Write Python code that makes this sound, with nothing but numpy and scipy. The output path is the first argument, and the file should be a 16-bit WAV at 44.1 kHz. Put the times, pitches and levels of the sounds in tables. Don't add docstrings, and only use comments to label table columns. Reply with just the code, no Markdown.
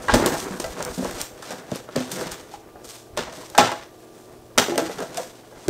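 import sys
import numpy as np
from scipy import signal
from scipy.fft import rfft, irfft, next_fast_len
from scipy.io import wavfile

SR = 44100
rng = np.random.default_rng(int(sys.argv[2]) if len(sys.argv) > 2 else 0)


def waveform_to_disk(signal):
    frames = np.transpose(np.atleast_2d(signal))
    scaled = np.clip(frames, -1, 1) * 32767
    samples = np.round(scaled).astype(np.int16)
    wavfile.write(sys.argv[1], SR, samples)


N = 251105

# mode_hz, relative_db
TUB_MODES = [(75, -40.5), (140, -7), (190, -2.5), (254, -0.5), (320, -9), (345, -4), (415, -3.5), (460, -1),
             (515, -0.5), (590, 7), (665, 0), (720, -1.5), (825, 2.5), (905, -8.5), (993, -2.5), (1115, -5),
             (1230, 0), (1333, 5.5), (1440, 2.5), (1595, 9.5), (1775, 4), (1987, 5.5), (2445, 2), (2840, 7)]


def from_db(db):
    return 10 ** (np.asarray(db) / 20)


def rms_one(x):
    return x / np.sqrt(np.mean(x ** 2) + 1e-20)


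def at_hz(points, hz):
    table_hz, values = np.transpose(points)
    return np.interp(np.log(hz + 1), np.log(table_hz), values)


def coloured(x, spectrum):
    size = next_fast_len(len(x))
    gain = from_db(at_hz(spectrum, np.fft.rfftfreq(size, 1 / SR)))
    return irfft(rfft(x, size) * gain, size)[:len(x)]


def drift(rate_hz):
    r = np.exp(-2 * np.pi * rate_hz / SR)
    wander = signal.lfilter([1], [1, -2 * r, r * r], rng.standard_normal(N + SR))
    return rms_one(wander[SR:])


def add(out, start_s, sound):
    at = round(start_s * SR)
    out[at:at + len(sound)] += sound[:max(N - at, 0)]


def near_to(hz, centre_hz, octaves):
    return np.exp(-.5 * (np.log2(hz / centre_hz) / octaves) ** 2)


def swells(peak_s, level_db, swell_s, fade_s):
    late_s = np.arange(0, N, 32) / SR - np.c_[peak_s]
    before = -late_s / np.c_[np.maximum(swell_s, .001)]
    after = late_s / np.c_[fade_s]
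    return from_db(np.c_[level_db] - 20 * np.maximum(before, after)) ** 2


def smooth(power):
    return np.interp(np.arange(N) / 32, np.arange(len(power)), np.sqrt(power))


def friction(spectrum, slips_per_s, spread_db, patchy_db, patch_hz):
    sizes = from_db(spread_db * np.minimum(rng.exponential(1, N), 5)) * rng.choice([-1, 1], N)
    happens = rng.random(N) < slips_per_s / SR
    slips = sizes * happens * from_db(patchy_db * drift(patch_hz))
    return rms_one(coloured(slips, spectrum))


def refrigerator(waver_db):
    # freq_hz, relative_db_per_hz
    drone_spectrum = [(15, -43), (25, -5), (48, -30), (116, -7.5), (210, -5.5), (369, -1), (552, 1),
                      (667, 3), (921, -10), (1210, -16), (1310, -45), (1620, -58), (2360, -19), (8370, -23),
                      (15600, -25)]
    # pitch_hz, median_rms_db
    hum_tones = [(118.4, -58), (236.9, -62), (323.0, -55.5), (366.1, -57.5), (436.0, -55.5), (1184, -65.5)]
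    t = np.arange(N) / SR
    tones = np.zeros(N)
    for hz, db in hum_tones:
        gain = np.sqrt(2) * from_db(db + waver_db * drift(1.3))
        tones += gain * np.sin(2 * np.pi * hz * t + 0.68 * drift(2.4))
    drone_db = -50.5
    return from_db(drone_db) * rms_one(coloured(rng.standard_normal(N), drone_spectrum)) + tones


def kitchen(x):
    # freq_hz, t60_s
    room_t60 = [(100, 0.29), (400, 0.24), (1500, 0.31), (5000, 0.28), (12000, 0.34)]
    echo_db, first_wall_s = -7, 0.0042
    t = np.arange(SR // 2) / SR
    uneven_db = 3.2 * rng.standard_normal(len(t)) * np.exp(-t / 0.015)
    white = rng.standard_normal(len(t)) * from_db(uneven_db)
    tail = np.zeros(len(t))
    for low_hz in 40 * 2. ** np.arange(9):
        edges_hz = [low_hz, min(2 * low_hz, .45 * SR)]
        band = signal.sosfilt(signal.butter(2, edges_hz, "band", fs=SR, output="sos"), white)
        tail += band * from_db(-60 * t / at_hz(room_t60, np.sqrt(2) * low_hz))
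    tail *= np.clip(t / first_wall_s - 1, 0, 1)
    return from_db(echo_db) * signal.fftconvolve(x, tail / np.linalg.norm(tail))[:N]


def rumble():
    # peak_s, level_db, swell_s
    shakes = [(0.0, -42, 0.061), (0.16, -18.5, 0.055), (0.33, -35, .2), (0.5, -44, .2), (0.7, -44, 0.16),
              (0.86, -39, .15), (1.09, -36, 0.099), (1.8, -53, .15), (1.98, -54, .2), (2.28, -52, 0.13),
              (2.84, -51.5, 0.17), (3.2, -44, 0.18), (3.6, -52, .1), (4.57, -48, 0.052), (4.79, -53, 0.087),
              (4.99, -54, .1), (5.69, -44, .03)]
    # freq_hz, relative_db_per_hz
    rumble_spectrum = [(12, -32), (20, -2), (32, -1), (70, 1), (97, -1), (110, -2), (140, -44), (240, -120)]
    fade_per_swell, still_db = 1.4, -60
    peak_s, level_db, swell_s = np.transpose(shakes)
    power = swells(peak_s, level_db, swell_s, fade_per_swell * swell_s).sum(axis=0) + from_db(still_db) ** 2
    noise = friction(rumble_spectrum, 1300.0, spread_db=6.5, patchy_db=4.5, patch_hz=31.0)
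    return smooth(power) * noise


def thuds(contact_s):
    # start_s, relative_db, note_hz, t60_s
    counter_blows = [(0.132, -8, 237, 0.18), (0.259, -19, 232, 0.18), (1.048, -32, 269, 0.2),
                     (1.71, -35, 193, 0.17), (1.954, -16.5, 252.3, 0.26), (2.258, -30, 168, 0.16),
                     (3.18, -22.5, 232.5, 0.15), (3.584, -8.5, 254.7, 0.13), (3.608, -14.5, 115, 0.16),
                     (4.574, -17.5, 232, 0.23), (4.767, -21.5, 283.6, 0.27), (5.679, -12.5, 160, 0.2)]
    # multiple_of_note, relative_db
    plate_modes = [(.5, -13), (0.999, 2.5), (1.45, -7), (2.1, -4.5)]
    ratio, mode_db = np.transpose(plate_modes)
    out, t = np.zeros(N), np.arange(SR // 2) / SR
    swell = 1 - np.exp(-t / contact_s)
    for start_s, level_db, note_hz, t60_s in counter_blows:
        rings = from_db(mode_db) @ np.sin(2 * np.pi * np.outer(note_hz * ratio, t))
        add(out, start_s, from_db(level_db - 1.5 - 60 * t / t60_s) * swell * rings)
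    return out


def sliding(t60_s, octaves, mode_share):
    # peak_s, scrape_level_db, swell_s, fade_s, mode_centre_hz
    pushes = [(0.0, -25.5, .1, .1, 600), (0.1, -31, 0.026, 0.25, 890), (0.146, -12, .01, 0.36, 377),
              (0.3, -27, 0.24, 0.16, 377), (0.51, -35.5, 0.36, 0.48, 318), (0.656, -31.5, 0.16, 0.12, 590),
              (0.8, -25, 0.1, 0.1, 500), (1.008, -39.5, 0.09, 0.38, 277), (1.088, -33.5, 0.27, 0.11, 440),
              (1.204, -38, 0.34, 0.27, 595), (1.48, -37, .3, 0.62, 593), (1.69, -40, 0.44, 0.37, 345),
              (1.94, -39, 0.18, 0.057, 463), (2.182, -27, .13, 0.23, 485), (2.468, -49, .1, 0.092, 410),
              (3.15, -47.5, 0.45, 0.11, 440), (3.33, -39, 0.18, 0.23, 604), (3.565, -40, 0.074, 0.27, 820),
              (3.677, -47, .3, .1, 725), (3.77, -43, .1, 0.13, 760), (4.683, -33, 0.18, 0.076, 403),
              (4.78, -33.5, 0.18, 0.38, 445), (4.869, -38.5, .3, 0.24, 378), (5.04, -37, 0.49, 0.33, 480),
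              (5.2, -32, 0.25, 0.1, 557), (5.53, -42.5, 0.086, .1, 440)]
    # freq_hz, relative_db_per_hz
    scrape_spectrum = [(59, -33), (100, -46), (134, 6), (216, 4), (295, 4), (1150, -7.5), (1560, -9.5),
                       (2030, -14), (4000, -30), (5200, -99), (8800, -120)]
    murmur_db, murmur_hz = -50.5, 383
    *shape, push_hz = np.transpose(pushes)
    push_power, murmur_power = swells(*shape), from_db(murmur_db) ** 2
    power = push_power.sum(axis=0) + murmur_power
    centre_hz = np.exp((np.log(push_hz) @ push_power + np.log(murmur_hz) * murmur_power) / power)
    slips = friction(scrape_spectrum, 4000., spread_db=3.0, patchy_db=4.0, patch_hz=18.4)
    rings = np.zeros(N)
    r = from_db(-60 / (t60_s * SR))
    for k, (hz, _) in enumerate(TUB_MODES):
        w = 2 * np.pi * hz / SR
        mode = rms_one(signal.lfilter([1], [1, -2 * r * np.cos(w), r * r], slips))
        rings += (-1) ** k * smooth(near_to(hz, centre_hz, octaves) ** 2) * mode
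    return smooth(power) * (slips + mode_share * rings)


def rubbing():
    # peak_s, level_db, swell_s, fade_s, treble_lean_db (treble up, bass down by this)
    rubs = [(0.05, -44, 0.24, 0.17, 3.5), (0.099, -34.5, 0.027, 0.25, -13), (0.4, -33.5, 0.25, 0.13, 5.5),
            (0.55, -45.5, 0.4, .3, 5), (0.7, -43, 0.35, 0.38, 2.5), (0.831, -36, 0.12, 0.045, -4.5),
            (0.955, -41.5, 0.12, 0.34, 8), (1.1, -36.5, 0.38, 0.21, 1), (1.211, -27, 0.055, 0.087, 1),
            (1.44, -53, 0.17, 0.16, 2), (1.517, -37.5, 0.19, 0.13, -2), (1.763, -37, 0.12, 0.082, -1.2),
            (2.01, -34, 0.1, 0.051, -4), (2.19, -33, 0.18, 0.092, 2.5), (2.27, -36, 0.097, 0.15, -4.5),
            (2.544, -43, 0.099, 0.073, -1.5), (2.898, -39, 0.066, 0.16, 5),
            (2.95, -42.5, 0.084, 0.068, 2.5), (3.36, -42.5, .07, 0.48, 1.5), (3.5, -54.5, 0.36, .1, -3),
            (4.022, -58, 0.11, 0.14, 7), (4.162, -56.5, 0.082, .4, 8), (4.917, -40, 0.046, 0.077, 0),
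            (5.04, -44.5, 0.37, .2, 2), (5.15, -40.5, 0.093, 0.27, -0.5), (5.215, -53, 0.11, 0.066, 3.5),
            (5.368, -49, 0.047, 0.056, -1), (5.64, -47, 0.28, 0.16, -0.5)]
    # start_s, level_db, treble_lean_db
    lid_rattles = [(0.142, -24, 1.5), (0.26, -26.5, 2), (0.599, -36.5, 2.5), (1.424, -42, 2),
                   (1.958, -37.5, -8.5), (2.116, -35, 3.5), (2.312, -37.5, 1), (2.844, -52, 8.5),
                   (3.174, -36.5, -11), (3.551, -44.5, -7), (3.584, -24.5, -13), (4.584, -19.5, -4.5),
                   (4.779, -29, -3.5), (4.984, -43, -5), (5.171, -35.5, 3)]
    # freq_hz, relative_db_per_hz
    skin_spectrum = [(880, 4.5), (1500, 1), (2090, -2), (4940, -4), (6430, -5), (8210, -7), (10500, -8.5),
                     (13300, -11), (15500, -19)]
    rattle_fade_s, slap_db, slap_fade_s, resting_hands_db = 0.15, 8, 0.024, -66
    *shape, rub_lean_db = np.transpose(rubs)
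    start_s, level_db, rattle_lean_db = np.transpose(lid_rattles)
    instant = 0 * start_s
    rattle_power = swells(start_s, level_db, instant, rattle_fade_s + instant)
    rattle_power += swells(start_s, level_db + slap_db, instant, slap_fade_s + instant)
    power = np.r_[swells(*shape), rattle_power]
    lean = from_db(np.r_[rub_lean_db, rattle_lean_db]) ** 2
    rest = from_db(resting_hands_db) ** 2
    slips = friction(skin_spectrum, 5000., spread_db=3.0, patchy_db=2.0, patch_hz=29.6)
    dull = signal.sosfilt(signal.butter(2, 4500, fs=SR, output="sos"), slips)
    bright = signal.sosfilt(signal.butter(2, 4500, "high", fs=SR, output="sos"), slips)
    return smooth((1 / lean) @ power + rest) * dull - smooth(lean @ power + rest) * bright


def rim(x, share_db):
    # freq_hz, width_hz, relative_db
    rim_modes = [(3575, 97, -4), (4980, 17, -13), (5540, 46, -14), (5960, 87, 0), (6890, 57, -33),
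                 (8820, 310, 3)]
    out = x
    for hz, width_hz, level_db in rim_modes:
        r = np.exp(-np.pi * width_hz / SR)
        feed = [(1 - r * r) / 2, 0, (r * r - 1) / 2]
        back = [1, -2 * r * np.cos(2 * np.pi * hz / SR), r * r]
        out = out + from_db(level_db + share_db) * signal.lfilter(feed, back, x + 1e-18)
    return out


def cracks(width, rattle, length_s):
    # start_s, peak_db (before the rim), centre_hz
    snaps = [(0.0246, -28, 2810), (0.0855, -19, 2120), (0.1388, -5.5, 4750), (0.144, -16, 4010),
             (0.2612, 0, 8100), (0.5103, -25, 2910), (0.6013, -12.5, 6010), (0.6427, -17.5, 3100),
             (0.806, -23, 3030), (0.8262, -12, 7140), (0.85, -12, 7850), (1.0457, -17, 4220),
             (1.1111, -19, 8740), (1.2146, -7.5, 6870), (1.4261, -27, 4270), (1.5071, -20, 4190),
             (1.518, -21, 3970), (1.5255, -23, 5110), (1.716, -21, 3840), (1.7582, -17.5, 7850),
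             (1.8899, -32, 2490), (1.9615, -11, 3900), (2.004, -23, 5390), (2.117, -13, 10000),
             (2.211, -22, 4450), (2.27, -21, 4210), (2.318, -16, 8000), (2.538, -33, 4610),
             (2.8448, -40, 6040), (2.8996, -32, 4570), (3.1686, -24, 3530), (3.1749, -12, 5080),
             (3.192, -18, 3620), (3.2074, -18, 3010), (3.327, -29, 3440), (3.5006, -24, 8040),
             (3.554, -31, 4470), (3.579, -1, 3300), (3.5836, 1, 3300), (3.592, -5.5, 3600),
             (3.602, -18, 3960), (3.611, -13, 4370), (3.7177, -20, 5200), (4.578, -1.5, 2800),
             (4.5828, 5.5, 3560), (4.5876, -7.5, 4580), (4.5984, -7, 3670), (4.7579, -20, 3740),
             (4.7787, -5, 5410), (4.895, -26.5, 2500), (4.9142, -27, 5730), (4.986, -28, 4240),
             (5.0037, -20.5, 5880), (5.145, -23, 4890), (5.173, -18, 4000), (5.179, -17, 3000),
             (5.215, -31, 4900), (5.6824, -10, 5000)]
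    out, t = np.zeros(N), np.arange(SR // 40) / SR
    bursts = rattle * rng.standard_normal((len(snaps), len(t))) * np.exp(-t / length_s)
    bursts[:, 0] = 1
    for (start_s, peak_db, centre_hz), burst in zip(snaps, bursts):
        edges_hz = [centre_hz / width, centre_hz * width]
        sound = signal.lfilter(*signal.butter(1, edges_hz, "band", fs=SR), burst)
        add(out, start_s, from_db(peak_db) * sound / np.max(np.abs(sound)))
    return out


def knocks(scatter_db, contact_s):
    # start_s, level_db, note_hz, other_modes_db, t60_s at the note
    blows = [(0.084, -10.5, 1048, -18, 0.1), (0.095, -4.5, 860, -15.5, 0.048), (0.139, -5.5, 595, -9, 0.11),
             (0.161, -1, 310, 2, 0.048), (0.195, -10, 293, -1, 0.11), (0.223, -8, 267, -4, 0.058),
             (0.259, -6, 233, -3, 0.057), (0.34, -21, 683, -5, 0.2), (0.506, -21, 205, -18, 0.25),
             (0.599, -17, 344, -6, 0.074), (0.642, -18.5, 660, -6, 0.15), (0.804, -18.5, 590, 0, 0.08),
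             (0.978, -15, 209.6, -22.5, 0.33), (0.994, -14.5, 242, -6, 0.071),
             (1.024, -16.5, 242, -2, 0.12), (1.049, -16, 453, 11, 0.081), (1.427, -31.5, 1160, -10, 0.091),
             (1.507, -21, 580, -13, 0.043), (1.518, -22.5, 520, -3, 0.065), (1.718, -10.5, 212, 20, 0.097),
             (1.758, -21.5, 245, 6, 0.081), (1.889, -24.5, 440, -6, 0.082), (1.959, -3.5, 216, -9, 0.046),
             (1.973, -7.5, 150.6, -7, 0.066), (2.004, -17.5, 260, 1, 0.12), (2.126, -22, 152, -9, 0.18),
             (2.266, -23, 158, 5, 0.044), (2.539, -24.5, 824, -33, 0.072), (2.757, -30.5, 405, 12, 0.12),
             (2.845, -30.5, 320, 23, 0.13), (3.172, -17.5, 586, -18, 0.11), (3.19, -12, 406, -20, 0.042),
             (3.208, -26, 420, 3, 0.11), (3.329, -31, 696, -2, 0.066), (3.434, -30, 990, -20, 0.028),
             (3.549, -22.5, 790, -13, 0.13), (3.578, -2.5, 696, -8, 0.054), (3.584, -1.5, 840, -27, 0.081),
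             (3.605, -10, 545, 8, 0.23), (3.69, -12.5, 953, -20, 0.03), (3.717, -18, 633, 9, 0.15),
             (4.577, -5, 576, 9, 0.083), (4.583, -13, 410, -13, 0.29), (4.684, -14, 417, -13, 0.16),
             (4.698, -11.5, 350, -32, 0.1), (4.72, -15, 352, -16, 0.2), (4.756, -18.5, 594, -22, 0.13),
             (4.778, -9, 458, -8, 0.19), (4.818, -17, 323, -13, 0.37), (4.895, -19.5, 447, -11, 0.15),
             (4.986, -19, 426, -9, 0.061), (5.004, -16, 439, -11, 0.071), (5.024, -26, 570, -12, 0.18),
             (5.176, -15.5, 690, -30, 0.078), (5.196, -17.5, 519, -32, 0.083), (5.525, -35, 446, 6, 0.14),
             (5.682, -7.5, 376.3, -28, 0.21)]
    hz, mode_db = np.transpose(TUB_MODES)
    out, t = np.zeros(N), np.arange(SR // 4) / SR
    swell = 1 - np.exp(-t / contact_s)
    luck = rng.standard_normal((len(blows), 3, len(TUB_MODES)))
    for (start_s, level_db, note_hz, around_db, t60_s), (strength, sign, detune) in zip(blows, luck):
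        around = from_db(around_db + mode_db + scatter_db * strength) * near_to(hz, note_hz, octaves=1)
        gains = (near_to(hz, note_hz, octaves=0.065) + around) * np.sign(sign)
        mode_t60_s = t60_s * (note_hz / hz) ** 0.38
        tones = np.sin(2 * np.pi * np.outer(hz * (1 + 0.0083 * detune), t))
        rings = tones * from_db(-60 * t / mode_t60_s[:, None])
        add(out, start_s, from_db(level_db) * swell * (gains @ rings) / np.linalg.norm(gains))
    return out


def scene():
    # freq_hz, gain_db
    microphone = [(100, -8), (1000, -1), (4000, -1.5), (8500, 0), (10800, -6), (13500, -2.5), (15500, -7)]
    near = knocks(scatter_db=4.5, contact_s=0.00031) + thuds(contact_s=0.0018)
    near += sliding(t60_s=0.11, octaves=0.29, mode_share=0.44)
    near += rim(cracks(width=1.72, rattle=0.23, length_s=0.0017) + rubbing(), share_db=-8.0)
    radiates_hz = 86
    near = signal.sosfilt(signal.butter(4, radiates_hz, "high", fs=SR, output="sos"), near)
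    picked_up = coloured(near + kitchen(near), microphone)
    return (picked_up + rumble() + refrigerator(waver_db=1.8))[None]


def record(dry):
    cutoff_hz = 15700
    lowpass = signal.ellip(10, .5, 70, cutoff_hz, fs=SR, output="sos")
    return signal.sosfilt(lowpass, np.clip(dry, -.98, .98))


dry = scene()
out = record(dry)
waveform_to_disk(out)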